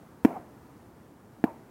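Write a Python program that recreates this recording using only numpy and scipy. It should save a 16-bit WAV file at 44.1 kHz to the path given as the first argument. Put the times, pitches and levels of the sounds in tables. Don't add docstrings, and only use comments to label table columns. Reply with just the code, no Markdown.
import sys
import numpy as np
from scipy import signal
from scipy.fft import rfft, irfft
from scipy.io import wavfile

SR = 44100
rng = np.random.default_rng(int(sys.argv[2]) if len(sys.argv) > 2 else 0)


def log_audio(samples):
    frames = np.atleast_2d(samples).T
    limited = np.clip(frames, -1, 1)
    pcm = np.round(limited * 32767).astype(np.int16)
    wavfile.write(sys.argv[1], SR, pcm)


N = 74970
TIME = np.arange(N) / SR


def from_db(db):
    return 10 ** (np.asarray(db) / 20)


def butter(x, hz, kind, order=2):
    return signal.sosfilt(signal.butter(order, hz, kind, fs=SR, output="sos"), x)


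def delayed(x, delay_s):
    return np.concatenate([np.zeros(round(delay_s * SR)), x])[:N]


def noise(spectrum):
    hz, db = np.transpose(spectrum)
    bins = np.maximum(np.fft.rfftfreq(N, 1 / SR), 1)
    colour = from_db(np.interp(np.log(bins), np.log(hz), db))
    x = irfft(rfft(rng.standard_normal(N)) * colour, N)
    return x / x.std()


def decay(t60_s, hold_s=0):
    return np.exp(-np.log(1000) * np.maximum(TIME - hold_s, 0) / t60_s)


def envelope(attack_s, hold_s, t60_s):
    return (1 - np.exp(-TIME / attack_s)) * decay(t60_s, hold_s)


# f/Hz, relative level/dB
TRAFFIC_SPECTRUM = [(25, -11), (50, -3), (85, 0), (160, 1), (300, 0), (550, -9), (900, -10), (1600, -18),
                    (2400, -26.5), (3500, -31.5), (7000, -33), (15500, -34)]
# t/s, level/dB
TRAFFIC_RIDE = [(0, -52.5), (.62, -51.5), (1.14, -53.5), (1.7, -52.5)]

def traffic(waver_db=0.5, waver_step_s=0.071):
    knots = np.arange(0, N / SR + 1, waver_step_s)
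    waver = np.interp(TIME, knots, rng.standard_normal(len(knots)))
    ride_db = np.interp(TIME, *np.transpose(TRAFFIC_RIDE))
    return noise(TRAFFIC_SPECTRUM) * from_db(ride_db + waver_db * waver)


def padding(hz, squeeze_s, release_t60_s, attack_s=0.00032, wobble_hz=326.5):
    swing = np.cos(2 * np.pi * hz * TIME) * envelope(attack_s, squeeze_s, release_t60_s)
    wobble = np.sin(2 * np.pi * wobble_hz * TIME) * envelope(attack_s, hold_s=0, t60_s=0.0506)
    return swing + from_db(2.5) * wobble


# f/Hz, t60/s, first mitt level/dB, second mitt level/dB
SKIN_MODES = [(438, 0.072, -18, -17), (697, 0.028, -9, -2.5), (835, 0.059, -39, -13),
              (938, 0.021, -5.5, -41), (1410, 0.055, -29, -26.5), (1680, 0.0083, -46, -4),
              (1892, 0.02, -11, -24), (2310, 0.027, -17.5, -18), (2405, .018, -18, -39),
              (2665, 0.017, -15, -48), (3130, 0.013, -11, -32)]

def skin(mitt):
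    rings = sum(from_db(levels_db[mitt]) * np.sin(2 * np.pi * hz * TIME) * decay(t60_s)
                for hz, t60_s, *levels_db in SKIN_MODES)
    return butter(rings, 2720, "low", order=4)


# f/Hz, relative level/dB
CRACK_SPECTRUM = [(300, 0), (1500, 2.5), (3000, -12.5), (3700, -17), (7000, -22), (10500, -20.5),
                  (13300, -16.5), (16000, -23)]

def crack(trim_db):
    slap = envelope(attack_s=0.0001, hold_s=0.0018, t60_s=0.011)
    crease = from_db(-4) * envelope(attack_s=0.0001, hold_s=0, t60_s=0.053)
    return from_db(-18 + trim_db) * noise(CRACK_SPECTRUM) * np.hypot(slap, crease)


# f/Hz, relative level/dB
SCATTER_SPECTRUM = [(60, -26), (150, -5.5), (290, 3), (480, -5.5), (680, -2.5), (950, -9), (1300, -19.5),
                    (2200, -21.5), (3500, -40.5), (8000, -42.5), (14000, -40)]

def scatter(trim_db):
    tail = envelope(attack_s=0.0013, hold_s=0.034, t60_s=0.54)
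    return from_db(-40 + trim_db) * noise(SCATTER_SPECTRUM) * tail


# distance/m, bar spacing/m, strongest point along the row/m, fade length/m,
# first punch send/dB, second punch send/dB
FENCE_ROWS = [(2.7, .194, 5.4, 5.14, -26, -17.5), (12.0, .279, 16, 2.8, -15.5, -43),
              (2.7, .262, 11.3, 2.8, -17, -51), (4.0, .246, 24.6, 5.7, -27.5, -59.5)]

def fences(punch_db, mitt, bars=220, askew_m=0.017, uneven_db=2.5, knock_hz=833, sound_m_per_s=343):
    echoes = np.zeros(N)
    for distance, spacing, strongest, fade, *sends_db in FENCE_ROWS:
        along = spacing * np.arange(bars)
        range_m = np.hypot(distance, along) + askew_m * rng.standard_normal(bars)
        round_trip_s = 2 * range_m / sound_m_per_s
        bar_db = punch_db + sends_db[mitt] + uneven_db * rng.standard_normal(bars)
        taper = np.exp(-abs(along - strongest) / fade)
        np.add.at(echoes, (round_trip_s * SR).astype(int), from_db(bar_db) * taper)
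    knock = np.cos(2 * np.pi * knock_hz * TIME) * decay(t60_s=0.0052)
    return butter(signal.fftconvolve(knock, echoes)[:N], 1040, "low", order=4)


# delay/s, first punch send/dB, second punch send/dB
TRUNK_TAPS = [(0.042, -46, -39), (0.0474, -28.5, -50), (.121, -36, -32.5)]

def trunks(smack, mitt):
    echoes = sum(from_db(sends_db[mitt]) * delayed(smack, delay_s) for delay_s, *sends_db in TRUNK_TAPS)
    return butter(echoes, 600, "low")


# t/s, gain/dB, thump f/Hz, squeeze/s, release t60/s,
# crack trim/dB, ground delay/s, ground send/dB, scatter trim/dB
PUNCH_CUES = [(0.2489, -11.5, 247, 0.0035, 0.02, 3, .0038, -0.5, 3),
              (1.4402, -15.5, 232.6, 0.00346, 0.011, 0.5, 0.00393, -6.5, -4)]

def punches():
    out = np.zeros(N)
    for mitt, cue in enumerate(PUNCH_CUES):
        start_s, gain_db, hz, squeeze_s, t60_s, crack_db, ground_s, ground_db, scatter_db = cue
        thump = padding(hz, squeeze_s, t60_s)
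        lows = butter(thump, 500, "low", order=1)
        bounce = from_db(ground_db) * delayed(lows, ground_s)
        smack = from_db(gain_db) * (thump + bounce + skin(mitt) + crack(crack_db))
        park = fences(gain_db, mitt) + trunks(smack, mitt) + scatter(scatter_db)
        out += delayed(smack + park, start_s)
    return out


def scene():
    return (punches() + traffic())[None]


def record(dry, low_cut_hz=58, high_cut_hz=16000):
    thin = butter(dry, low_cut_hz, "high")
    steep_cut = signal.ellip(10, rp=0.1, rs=70, Wn=high_cut_hz, fs=SR, output="sos")
    return signal.sosfilt(steep_cut, thin)


dry = scene()
out = record(dry)
log_audio(out)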